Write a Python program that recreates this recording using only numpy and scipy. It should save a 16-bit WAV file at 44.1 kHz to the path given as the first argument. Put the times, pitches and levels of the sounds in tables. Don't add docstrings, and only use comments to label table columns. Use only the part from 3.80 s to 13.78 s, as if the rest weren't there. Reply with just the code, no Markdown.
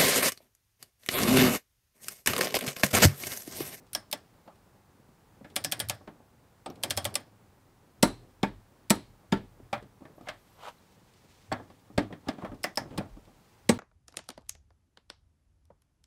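import sys
import numpy as np
from scipy import signal
from scipy.fft import rfft, irfft
from scipy.io import wavfile
from scipy.ndimage import map_coordinates

SR = 44100
rng = np.random.default_rng(int(sys.argv[2]) if len(sys.argv) > 2 else 0)


def unload_audio(sound):
    columns = np.transpose(np.atleast_2d(sound))
    steps = np.round(np.clip(columns, -1, 1) * 32767)
    wavfile.write(sys.argv[1], SR, steps.astype(np.int16))


def rack_gain(trim_db):
    fader = np.asarray(trim_db, float)
    return 10 ** (fader / 20)


N = 440118
SPAN = SR // 3

# f/Hz, level/dB per Hz
AIR = [(12, -52.5), (20, -10), (53, -12), (70, -5.5), (119, -7), (176, -8.5), (283, -16.5), (364, -17.5),
       (407, -19), (635, -21.5), (794, -14), (2950, -29), (15700, -35)]
# t/s, length/s, from f/Hz, to f/Hz, level/dB
CHIRPS = [
    (0.05, .08, 4850, 4900, -83),
    (0.735, .07, 4950, 4900, -83),
    (6.35, .13, 11300, 12100, -82),
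    (6.57, .22, 11900, 12700, -82),
]

# sway, floor drone, seat creak, cloth level/dB
REST_DB = (-75.5, -70, -67, -80.5)
# t/s, sway level/dB, floor drone level/dB
SHAKES = [(0.14, -74, -62), (4.253, -41.5, -41.5), (4.66, -38.5, -43.5), (5.14, -40.5, -46.5),
          (5.55, -40, -46), (5.84, -59, -53.5), (5.979, -53, -45), (6.45, -58, -58), (7.72, -65, -48.5),
          (8.195, -57.5, -41.5), (8.7, -50, -50), (9.01, -51.5, -48), (9.18, -49, -44), (9.33, -44.5, -76),
          (9.92, -67, -39.5)]
# t/s, drone level/dB, rise/dB per s, fall/dB per s
SWINGS = [
    (2.11, -44.5, 48.5, 175),
    (3.22, -39.5, 87, 102),
]
# t/s, level/dB
CREAKS = [(0.0, -60), (0.3, -65), (1.78, -55), (2.0, -54), (2.14, -65), (3.062, -46), (3.28, -62),
          (3.36, -50), (4.42, -59), (6.3, -57.5), (8.56, -57.5), (8.7, -58), (9.15, -48)]
# f/Hz, level/dB per Hz
CREAK = [(82, -41.5), (140, -1), (246, -2.5), (433, -5), (538, -6.5), (596, -8), (1500, -24.5),
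         (3000, -38.5), (3900, -55.5), (6600, -120)]
# t/s, level/dB, fade/dB per s
STROKES = [(0.37, -75, 11), (1.78, -92, 150), (1.92, -61, 56), (3.08, -65, 150.5), (3.22, -56, 102),
           (3.36, -72, 193), (4.42, -71.5, 29.5), (5.17, -76, 33.5), (6.7, -67.5, 23.5), (7.1, -67.5, 10.5),
           (7.55, -61, 22), (8.45, -70.5, 25), (8.81, -68, 53), (9.2, -65.5, 28.5), (9.75, -66, 12.5)]
# f/Hz, level/dB per Hz
CLOTH = [(900, -24), (2000, 0.5), (5000, -2), (8000, -6.5), (12000, -15.5), (15500, -17), (16000, -54.5)]
# t/s, level/dB, rise/dB per s, fall/dB per s
SWISHES = [
    (6.87, -72, 60, 100),
    (6.45, -83, 60, 60),
    (6.74, -78, 40, 60),
]
# f/Hz, level/dB per Hz
SWISH = [(6000, -20), (8000, -7), (10500, -9), (12500, 0), (13800, -6), (15500, -20)]

# t/s, steel level/dB
TICKS = [(0.0657, -59), (0.537, -67), (0.756, -59), (1.7, -52), (2.9555, -49), (6.025, -55), (6.41, -54.5),
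         (6.976, -69), (7.018, -64), (7.122, -56.5), (7.336, -53), (8.744, -53.5), (9.017, -59),
         (9.2557, -60), (9.451, -56)]
# t/s, seat frame level/dB, floor pan level/dB
THUDS = [(1.147, -71, -56), (1.2856, -60, -49), (1.6075, -51, -42), (2.208, -51, -45.5), (2.4, -49, -49),
         (2.887, -46, -36), (5.797, -57, -45), (6.024, -71.5, -39.5), (6.206, -53, -46), (6.218, -46, -42),
         (6.377, -43.5, -47), (6.407, -42, -42.5), (8.099, -48.5, -44), (8.3043, -40.5, -37),
         (8.431, -71, -51), (8.47, -36.5, -34), (8.6311, -37, -30), (9.015, -65.5, -35.5),
         (9.053, -44.5, -37), (9.2016, -31.5, -59), (9.256, -47, -47.5), (9.4731, -50, -50.5)]

# t/s, level/dB
LIFTS = [(0.1314, -25), (0.313, -25.5), (1.7577, -24), (1.84, -22.5), (1.915, -27.5), (1.993, -26),
         (2.086, -25), (3.0285, -30), (3.1, -26.5), (3.167, -28), (3.244, -24), (3.3412, -29)]
# t/s, level/dB
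LIFTS_SHORT = [
    (8.832, -29.5),
    (8.9562, -35.5),
    (9.1785, -29.5),
]
# t/s, level/dB
PINGS = [
    (0.131, -39),
    (9.178, -59),
]
# f/Hz, level/dB per Hz
TICK = [(1200, -2), (2700, -1.5), (5000, 8), (7100, -1), (9100, 7), (10500, 10), (13800, 2), (15900, -8),
        (17000, -47)]
TICK_SHORT = [(2500, -3), (4400, -5), (5200, 4.5), (6000, -19), (8000, -4), (10500, -3), (15900, -18),
              (17000, -46)]
# f/Hz, level/dB, t60/s
PAWL = [(9132, 0, .12)]

# t/s, clack level/dB, seat frame level/dB, pawl ring level/dB, lean to upper handle modes/dB
RATCHET = [(0.1487, -18, -30, 2.5, 4.5), (0.3266, -18.5, -28, -24, -3.5), (1.7619, -14.5, -29.5, 2.5, -7),
           (1.8457, -16.5, -28.5, -18, 2.5), (1.9209, -15, -30, -1, -4), (1.9998, -15.5, -31.5, -2, -4.5),
           (2.0962, -16, -30, -7, -6), (3.0346, -16, -29, -9, -8), (3.1058, -15, -32.5, -3, -1.5),
           (3.1735, -15.5, -25, 0.5, 3.5), (3.2515, -16.5, -25, -7, -7.5), (3.3536, -17.5, -30, -2, -6.5)]
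RATCHET_SHORT = [
    (8.8397, -22.5, -22.5, -10, -8),
    (8.9724, -22, -22, -5, 2),
]
# f/Hz, level/dB per Hz
CRACK = [(900, -33.5), (2200, -5.5), (3300, -7.5), (4400, -4), (5300, -4.5), (6600, -8.5), (8200, -2),
         (10500, -7.5), (13000, -6), (15500, -17.5), (17000, -34)]
CAB = [(700, -19), (2000, -0.5), (3400, 1), (5300, 9), (6700, -18), (8800, -16), (11000, -21),
       (16500, -36.5)]
# f/Hz, level/dB, t60/s
HANDLE = [(2450, -8, .1), (3090, -7, .09), (3285, 0, .08), (3560, -5, .07), (4450, -6, .08), (4980, -6, .1),
          (5270, -2, .13), (5700, -7, .1), (8060, -2, .08), (9950, -7, .06), (13100, -6, .045)]
HANDLE_SHORT = [(1640, -10, .1), (1920, -6, .16), (2480, -11, .12), (4030, -14, .08), (5120, -2, .07),
                (5230, -1, .13), (8100, -9, .06), (10900, -12, .05), (12600, -14, .06)]
# f/Hz, level/dB, t60/s
BRACKET = [(1377, 0, 0.13), (1690, 7, 0.11), (2010, 2.5, 0.097), (2140, 1.5, .07), (2394, -4.5, 0.14),
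           (2670, -12, 0.11), (3290, -2, 0.066)]
FRAME = [(499, -10.5, 0.055), (580.7, 2.5, 0.051), (732.4, -0.5, 0.066), (833.4, -3, 0.056),
         (906, -10.5, 0.11), (1151, -4, 0.05)]
PAN = [(112, -12, 0.15), (154, -11, 0.42), (200.8, 2.5, 0.15), (245.3, 0.5, 0.13), (300, 5, 0.045),
       (355, -4, 0.056), (520, -10, 0.046)]

# t/s, level/dB
RAPS = [
    (0.1487, -19),
    (8.485, -31.5),
    (8.9724, -29),
    (8.8397, -23.5),
]
# f/Hz, level/dB, t60/s
GRIP = [(5080, 3.5, 0.041), (5330, 3, 0.036), (5430, -11.5, 0.024)]
# t/s, f/Hz, level/dB, t60/s
ACCENTS = [(0.1487, 3300, -26, 0.034), (1.761, 9300, -37, .06), (2.0015, 9330, -29, .06),
           (3.1053, 3200, -31, .08), (3.174, 3310, -33, 0.12), (3.3526, 8140, -22, 0.022),
           (3.3532, 9700, -23, 0.024), (3.3536, 5300, -23, 0.036), (4.227, 3986, -34, 0.2),
           (5.1023, 7720, -16, 0.042), (5.1032, 9900, -22, .05), (5.1023, 1908, -20, 0.062),
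           (5.1007, 4170, -45, 0.24), (5.523, 889, -30, 0.15), (4.63, 764, -28, 0.075),
           (5.928, 800, -28.5, .1), (6.982, 3960, -61, 0.04), (8.8397, 1975, -36, 0.17),
           (8.9724, 5260, -20, 0.019), (8.9724, 5200, -49, 0.22), (9.892, 8240, -22.5, .06),
           (9.891, 5660, -32, .05), (9.891, 6500, -32, 0.1), (9.891, 1650, -27, 0.076),
           (9.891, 823, -28.5, .11),
           (0.3264, 5240, -30, .05), (.3266, 12860, -29, .035), (2.859, 8130, -44, .04),
                (2.9, 12700, -53, .025), (2.9, 5600, -48, .02), (3.356, 1150, -34.5, 0.07),
                (4.229, 907, -24, 0.072), (4.229, 1210, -23, 0.065), (4.228, 5590, -21, 0.051),
                (0.1489, 5300, -39.5, 0.19), (5.105, 580, -22.5, 0.089), (5.1025, 13000, -23, .035),
                (6.486, 6000, -45.5, 0.035), (5.93, 1150, -30, .07), (7.719, 248, -26, 0.12),
                (7.719, 112, -35, 0.16), (8.179, 565, -25, .08), (8.179, 1194, -29.5, .08),
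                (8.487, 263, -27, 0.084), (8.487, 640, -28, .08), (8.975, 780, -25, .06),
                (9.184, 199, -26, 0.097), (9.894, 487, -14, .06)]

# t/s, steel level/dB, bracket level/dB, seat frame level/dB, floor pan level/dB
KNOCKS = [(0.6749, -54.5, -56.5, -40, -45), (1.6436, -48, -45, -43.5, -43), (2.274, -48.5, -46, -38, -39),
          (2.859, -33, -53, -29, -36.5), (2.8994, -45.5, -58, -39.5, -38), (5.928, -28, -24.5, -22, -30),
          (6.251, -54, -49, -43.5, -43), (6.469, -62, -41, -36, -46), (6.4853, -30.5, -28, -31, -45),
          (7.7154, -49, -26.5, -20, -32), (7.7235, -33.5, -30, -31, -29), (7.7954, -66, -51.5, -39, -38.5),
          (7.8993, -53, -57, -45.5, -45.5), (8.1768, -22, -24.5, -19.5, -14.5), (8.324, -48, -39, -38, -35),
          (8.4839, -26, -30, -25.5, -25.5), (8.582, -53, -51, -38, -34.5), (8.6189, -57, -47, -34.5, -39),
          (8.6458, -47, -40.5, -29, -53), (8.7152, -58, -51.5, -38.5, -35), (9.1067, -57, -56, -46, -39),
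          (9.1753, -29.5, -41, -27.5, -34), (9.182, -47, -36.5, -40, -25), (9.366, -60, -71, -49, -41.5)]
DULL_CRACK = CRACK[:8] + [(12500, -8), (15500, -24), (17000, -40)]

# t/s, steel level/dB, seat frame level/dB, floor pan level/dB, push direction +-1
CLICKS = [
    (4.227, -6, -11, -9, 1),
    (4.6299, -19.5, -20.5, -13.5, -1),
    (5.1022, -7, -16, -11, 1),
    (5.523, -20.5, -21.5, -13, -1),
    (9.891, -11, -17.5, -11, -1),
]
JOLT_LAG_S = [0.0012, 0.00045, .0012, 0.00028, 0.00145]
# f/Hz, level/dB, t60/s
TUBE = [(3950, -6, .28), (4170, -6.5, .36), (4730, -9, .16), (5750, -6, .22), (7550, -4, .18),
        (7990, -2, .22), (9140, -6, .11), (9770, -3, .17), (10050, -2, .18), (13800, -8, .08)]
BREAK = [(1894, 1, .07), (2510, -10, 0.033), (3570, -3.5, 0.051), (4070, -1, 0.091), (5500, -4.5, 0.061),
         (5860, -4, 0.074), (7820, 1.5, 0.039), (7685, -4.5, 0.068), (9340, -4.5, .06), (9900, -6, 0.055)]
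RESET = [(1410, -17, 0.072), (1735, -1.5, 0.17), (1980, -6.5, .05), (2290, -10, .09), (2670, -12, .09),
         (3300, 0, 0.054), (3660, 4, 0.039), (4780, -11, 0.11), (5300, -6, 0.054), (6850, -11, 0.069)]
# f/Hz, level/dB, t60/s
LOADED_FRAME = [(483.6, -6.5, 0.031), (599, 3.5, 0.048), (696, -3, 0.052), (766, -3.5, 0.058),
                (894, -0.5, 0.11), (1045, -6, 0.023), (1150, -4.5, 0.058)]
LOADED_PAN = [(111, -13, 0.25), (160, -15.5, .35), (198.4, 1.5, 0.17), (246, 0, .11), (333, -1, .09),
              (388, -10, .25), (439.7, -10.5, 0.14)]

# t/s, hold/s, level/dB, bite/dB per s, release/dB per s
SCUFFS = [(6.475, 0.011, -53, 400, 497), (6.84, 0.042, -45.5, 263, 584), (6.886, 0.0038, -47.5, 880, 700),
          (8.645, 0.0052, -70, 302, 450), (8.475, .008, -53.5, 500, 698), (8.59, 0.026, -57.5, 696, 300),
          (8.66, 0.0063, -60.5, 500, 500), (9.11, 0.037, -59.5, 500, 401)]
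# f/Hz, level/dB per Hz
SCUFF = [(300, -40), (420, -9), (600, -3), (880, 0), (1150, -3), (1900, -14), (3200, -13), (5000, -23),
         (8000, -27), (15500, -39)]

# t/s, level/dB
SEATINGS = [
    (7.725, -25),
]
# f/Hz, level/dB, t60/s
SOCKET = [(3100, -10, .06), (4480, 0.5, 0.039), (5400, -7, .03), (7760, -1, 0.017)]


def unit(x):
    return x / np.sqrt(np.mean(x ** 2, -1, keepdims=True) + 1e-20)


def coloured(shape, spectrum, tilt_db=0):
    hz = np.fft.rfftfreq(shape[-1], 1 / SR) + 1
    f, db = np.transpose(spectrum)
    tilt = tilt_db * np.log2(np.maximum(hz / 3500, 1))
    gain = rack_gain(np.interp(np.log(hz), np.log(f), db, -120, -120) + tilt)
    return unit(irfft(rfft(rng.standard_normal(shape)) * gain, shape[-1]))


def wobble(rate):
    knots = rng.standard_normal(int(N * rate / SR) + 4)
    return map_coordinates(knots, [np.arange(N) * rate / SR])


def swells(times, db, rise, fall, rest_db=-120):
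    t = np.arange(0, N + 64, 64)[:, None] / SR
    drop = np.where(t < times, (times - t) * rise, (t - times) * fall)
    gain = np.sqrt(rack_gain(rest_db) ** 2 + np.sum(rack_gain(db - drop) ** 2, 1))
    return np.interp(np.arange(N) / SR, t[:, 0], gain)


def placed(rows, times, db):
    out = np.zeros(N + SPAN)
    for row, s, gain in zip(rows, times, rack_gain(db)):
        out[round(s * SR):][:SPAN] += gain * row / np.abs(row).max()
    return out[:N]


def crack(count, spectrum, tilt_db, rise, t60, tail_db, tail_t60, cab_spectrum=None):
    t = np.arange(SPAN) / SR
    wall = rack_gain(tail_db - 9) * np.exp(-((t - 0.052) / 0.009) ** 2)
    spike_gain = 3.5 * rack_gain(-60 * t / 0.012) + wall
    spike = spike_gain * coloured((count, SPAN), spectrum, tilt_db + 2)
    after = rack_gain(-60 * t / t60) * coloured((count, SPAN), spectrum, tilt_db - 3.5)
    cab_tilt_db = 0 if cab_spectrum else 0.6 * tilt_db - 10.5
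    cab = rack_gain(tail_db - 60 * t / tail_t60) * coloured((count, SPAN), cab_spectrum or spectrum, cab_tilt_db)
    return (spike + after + cab) * (1 - np.exp(-(t / rise) ** 2))


def struck(count, modes, arrive, loose, wash_db, punch=0.17, drift=0.032, wander=0, stiff=1,
           scatter_db=8.0, lean_db=0):
    t = np.arange(SPAN) / SR
    out = np.zeros((count, SPAN))
    for hz, db, t60 in modes:
        level, detune, turn = rng.standard_normal((count, 3)).T[:, :, None]
        late = arrive * (200 / hz) ** 0.3213
        after = np.abs(t - late) / t60
        shape = rack_gain(-60 * after) + punch * rack_gain(-350 * after)
        shape = shape * (1 - np.exp(-(t / late) ** 4))
        phase = loose * turn
        if np.any(wander):
            phase = phase + wander * np.cumsum(rng.standard_normal(out.shape), 1)
        gain = rack_gain(db + scatter_db * level + lean_db * np.sign(hz - 4000))
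        pitch = hz * stiff * (1 + drift * detune)
        out += gain * shape * np.cos(2 * np.pi * pitch * (t - late) + phase)
    band = [(modes[0][0] * 0.45, -40)] + [m[:2] for m in modes] + [(modes[-1][0] * 2.6, -40)]
    wash = coloured(out.shape, band, -8) * rack_gain(wash_db - 60 * t / 0.22) * (1 - np.exp(-t / 0.0011))
    return out / np.abs(out).max(1, keepdims=True) + wash


def outdoors():
    air = rack_gain(-64.5 + 0.45 * wobble(3.6)) * coloured((N,), AIR + [(15950, -65.5)])
    whine = rack_gain(-89.5) * coloured((N,), [(14500, -49.0), (14800, -11.0), (14900, -2.5), (15200, -50.0)])
    return air + whine


def seat_creaks():
    s, db = np.transpose(CREAKS)
    lumps = rack_gain(2.5 * wobble(45))
    return swells(s, db, 131, 131, REST_DB[2]) * lumps * coloured((N,), CREAK)


def cab_shake():
    s, sway_db, drone_db = np.transpose(SHAKES)
    rise, fall = 349, 110
    sway_level = swells(s, sway_db - 3, rise, fall, REST_DB[0])
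    sway = sway_level * coloured((N,), [(20, -40), (32, -12), (41, 0), (50, -13), (75, -32)])
    jolted = swells(s, drone_db, rise, fall, REST_DB[1])
    floor = np.hypot(jolted, swells(*np.transpose(SWINGS)))
    drone = floor * coloured((N,), [(60, -46.0), (82, 0.5), (106, 6.0), (125, 3.5), (170, -61.0)])
    return sway + drone


def clothing():
    s, db, fade = np.transpose(STROKES)
    rustle = rack_gain(1.5 * wobble(60) - 6)
    sleeves = swells(s, db, fade, fade, REST_DB[3]) * rustle * coloured((N,), CLOTH)
    return sleeves + swells(*np.transpose(SWISHES)) * coloured((N,), SWISH)


def chirps():
    t, out = np.arange(N) / SR, 0
    for s, length, from_hz, to_hz, db in CHIRPS:
        u = np.clip((t - s) / length, 0, 1)
        hz = from_hz + (to_hz - from_hz) * np.sqrt(u) + 260 * wobble(600)
        level = rack_gain(db + 8.4 * wobble(60)) * np.sin(np.pi * u) ** 0.5
        out = out + level * np.sin(2 * np.pi * np.cumsum(hz) / SR)
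    return out


def bumps(s, frame_db, pan_db):
    frame = struck(len(s), FRAME, 0.00613, 1.56, -12.5, drift=0.05, wander=0.043, scatter_db=2.5)
    pan = struck(len(s), PAN, 0.00482, 1.0, -9.0, punch=3.3, drift=0.057, scatter_db=6.0)
    return placed(frame, s, frame_db) + placed(pan, s, pan_db)


def fumbling():
    s, tick_db = np.transpose(TICKS)
    ticks = placed(crack(len(s), CRACK, -7.5, 0.0013, 0.076, -24, 0.052), s, tick_db)
    return ticks + bumps(*np.transpose(THUDS))


def pawl_note(times, db):
    note = struck(len(times), PAWL, 0.004, 3, -60, punch=0.1, drift=0.001, wander=0.015)
    return placed(note, times, db)


def lift_offs():
    s, db = np.transpose(LIFTS)
    free = placed(crack(len(s), TICK, 0, 0.00051, 0.056, -32.5, 0.12), s, db)
    notes = pawl_note(s, db - 25) + pawl_note(*np.transpose(PINGS))
    s, db = np.transpose(LIFTS_SHORT)
    short = placed(crack(len(s), TICK_SHORT, 0, 0.0014, 0.039, -33, 0.15), s, db)
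    return free + notes + short


def ratchet(teeth, handle, tilt_db, handle_db, bracket_db):
    s, clack_db, frame_db, ring_db, lean_db = np.transpose(teeth)
    n = len(s)
    clack = placed(crack(n, CRACK, tilt_db, 0.00088, 0.056, -26.5, 0.32, CAB), s, clack_db)
    rough = struck(n, handle, 0.003, 3, -29, punch=2.2, drift=0.008, wander=0.19, scatter_db=2.5,
                   lean_db=lean_db[:, None])
    ring = placed(rough, s, clack_db + handle_db) + pawl_note(s, clack_db + ring_db - 23)
    bracket = struck(n, BRACKET, 0.00636, 0.65, -11, wander=0.065, scatter_db=4.0)
    bracket = placed(bracket, s, clack_db + bracket_db)
    frame = placed(struck(n, FRAME, 0.00683, 3.04, -13, scatter_db=3), s, frame_db)
    pan = placed(struck(n, PAN, 0.00546, 1.7, -0.44), s, frame_db - 11)
    return clack + ring + bracket + frame + pan


def raps():
    s, db = np.transpose(RAPS)
    grip = struck(len(s), GRIP, 0.004, 3.4, -37, punch=1.6, drift=0.005, wander=0.11, scatter_db=4.5)
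    return placed(grip, s, db)


def accents():
    s, hz, db, t60 = np.transpose(ACCENTS)
    khz = hz[:, None] / 1000
    note = struck(len(s), [(1000, 0, t60[:, None])], 0.003, 3, -80, punch=0.5, drift=0,
                  wander=0.025 + 0.015 * khz, stiff=khz)
    return placed(note, s, db)


def knocks():
    s, steel_db, bracket_db, frame_db, pan_db = np.transpose(KNOCKS)
    n = len(s)
    tilt_db = -11 + 0.18 * (steel_db[:, None] + 24.0)
    steel = placed(crack(n, DULL_CRACK, tilt_db, 0.0017, 0.076, -20.5, 0.29), s, steel_db)
    bracket = struck(n, BRACKET, 0.00513, 3.2, -16.0, drift=0.035, wander=0.12, scatter_db=3)
    return steel + placed(bracket, s, bracket_db) + bumps(s, frame_db, pan_db)


def torque_clicks():
    s, steel_db, frame_db, pan_db, push = np.transpose(CLICKS)
    n = len(s)
    push = np.sign(push)[:, None]
    hard = steel_db > -15
    tilt_db = (0.8 * (steel_db + 6) - 1.5)[:, None]
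    slip_lead = np.array([0.0015, 0.00044, 0.004, 0.003, 0.0011])
    slip = placed(crack(n, CRACK, tilt_db, 0.00035, 0.034, -28.0, 0.1), s - slip_lead, steel_db - 14.0)

    rise = np.where(hard, 0.0016, 0.0007)[:, None]
    tail_db = np.where(hard, -24.5, -15)[:, None]
    slam = placed(crack(n, CRACK, tilt_db, rise, 0.06, tail_db, 0.34), s, steel_db - 3.5)

    tube = struck(n, TUBE, 0.004, 3, -27, punch=1.5, drift=0.003, wander=0.13, scatter_db=1.5)
    ring = placed(tube, s, 1.9 * steel_db - 8.5)
    for modes, pick, head_db in ((BREAK, hard, -5), (RESET, ~hard, -1)):
        head = struck(pick.sum(), modes, 0.004, 3, -30, punch=1.5, drift=0.004, wander=0.1, scatter_db=1.5)
        ring = ring + placed(head, s[pick], steel_db[pick] + head_db)

    bracket = placed(struck(n, BRACKET, 0.011, 2.9, -15.5, wander=0.1), s, pan_db - 12.5)
    frame = struck(n, LOADED_FRAME, 0.007, 0.5, -16.0, punch=0.46, drift=0.012, wander=0.052, scatter_db=2.3)
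    frame = placed(frame * push, s + JOLT_LAG_S, frame_db)

    stiff = np.where(s > 9, 1.21, 1)[:, None]
    jolt = struck(n, LOADED_PAN, 0.0062, 0.25, -13.5, punch=3.5, drift=0.01, wander=0.008,
                  stiff=stiff, scatter_db=1.2)
    pan_highpass = signal.butter(2, 98, "highpass", fs=SR, output="sos")
    jolt = signal.sosfiltfilt(pan_highpass, jolt, padlen=0)
    pan = placed(jolt * push, s + JOLT_LAG_S, pan_db)
    return slip + slam + ring + bracket + frame + pan


def scuffs():
    t = np.arange(N) / SR
    level = np.zeros(N)
    for s, hold, db, bite, release in SCUFFS:
        drop = np.maximum(bite * (s - t), release * (t - s - hold))
        level += rack_gain(db - np.maximum(drop, 0))
    grit = rack_gain(1.3 * wobble(250))
    return level * unit(grit * coloured((N,), SCUFF))


def seatings():
    s, db = np.transpose(SEATINGS)
    ring = struck(len(s), SOCKET, 0.00296, 4.3, -41.5, punch=2.2, drift=0.0034, wander=0.11, scatter_db=0)
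    return placed(ring, s, db)


def scene():
    surroundings = outdoors() + seat_creaks() + cab_shake() + clothing() + chirps()
    free_teeth = ratchet(RATCHET, HANDLE, -0.36, -4.0, -17.0)
    short_teeth = ratchet(RATCHET_SHORT, HANDLE_SHORT, 0.47, 3.0, -10.0)
    wrench = lift_offs() + free_teeth + short_teeth + raps() + accents() + torque_clicks()
    handling = fumbling() + knocks() + scuffs() + seatings()
    return (surroundings + wrench + handling)[None]


def low_pass(x):
    return signal.sosfilt(signal.butter(12, 16800, fs=SR, output="sos"), x)


def record(dry):
    low_cut = signal.butter(2, 32, "highpass", fs=SR, output="sos")
    high_cut = signal.cheby1(9, 0.5, 15850, fs=SR, output="sos")
    mix = signal.sosfilt(high_cut, signal.sosfilt(low_cut, dry))
    return low_pass(mix)


dry = scene()
out = record(dry)
unload_audio(out)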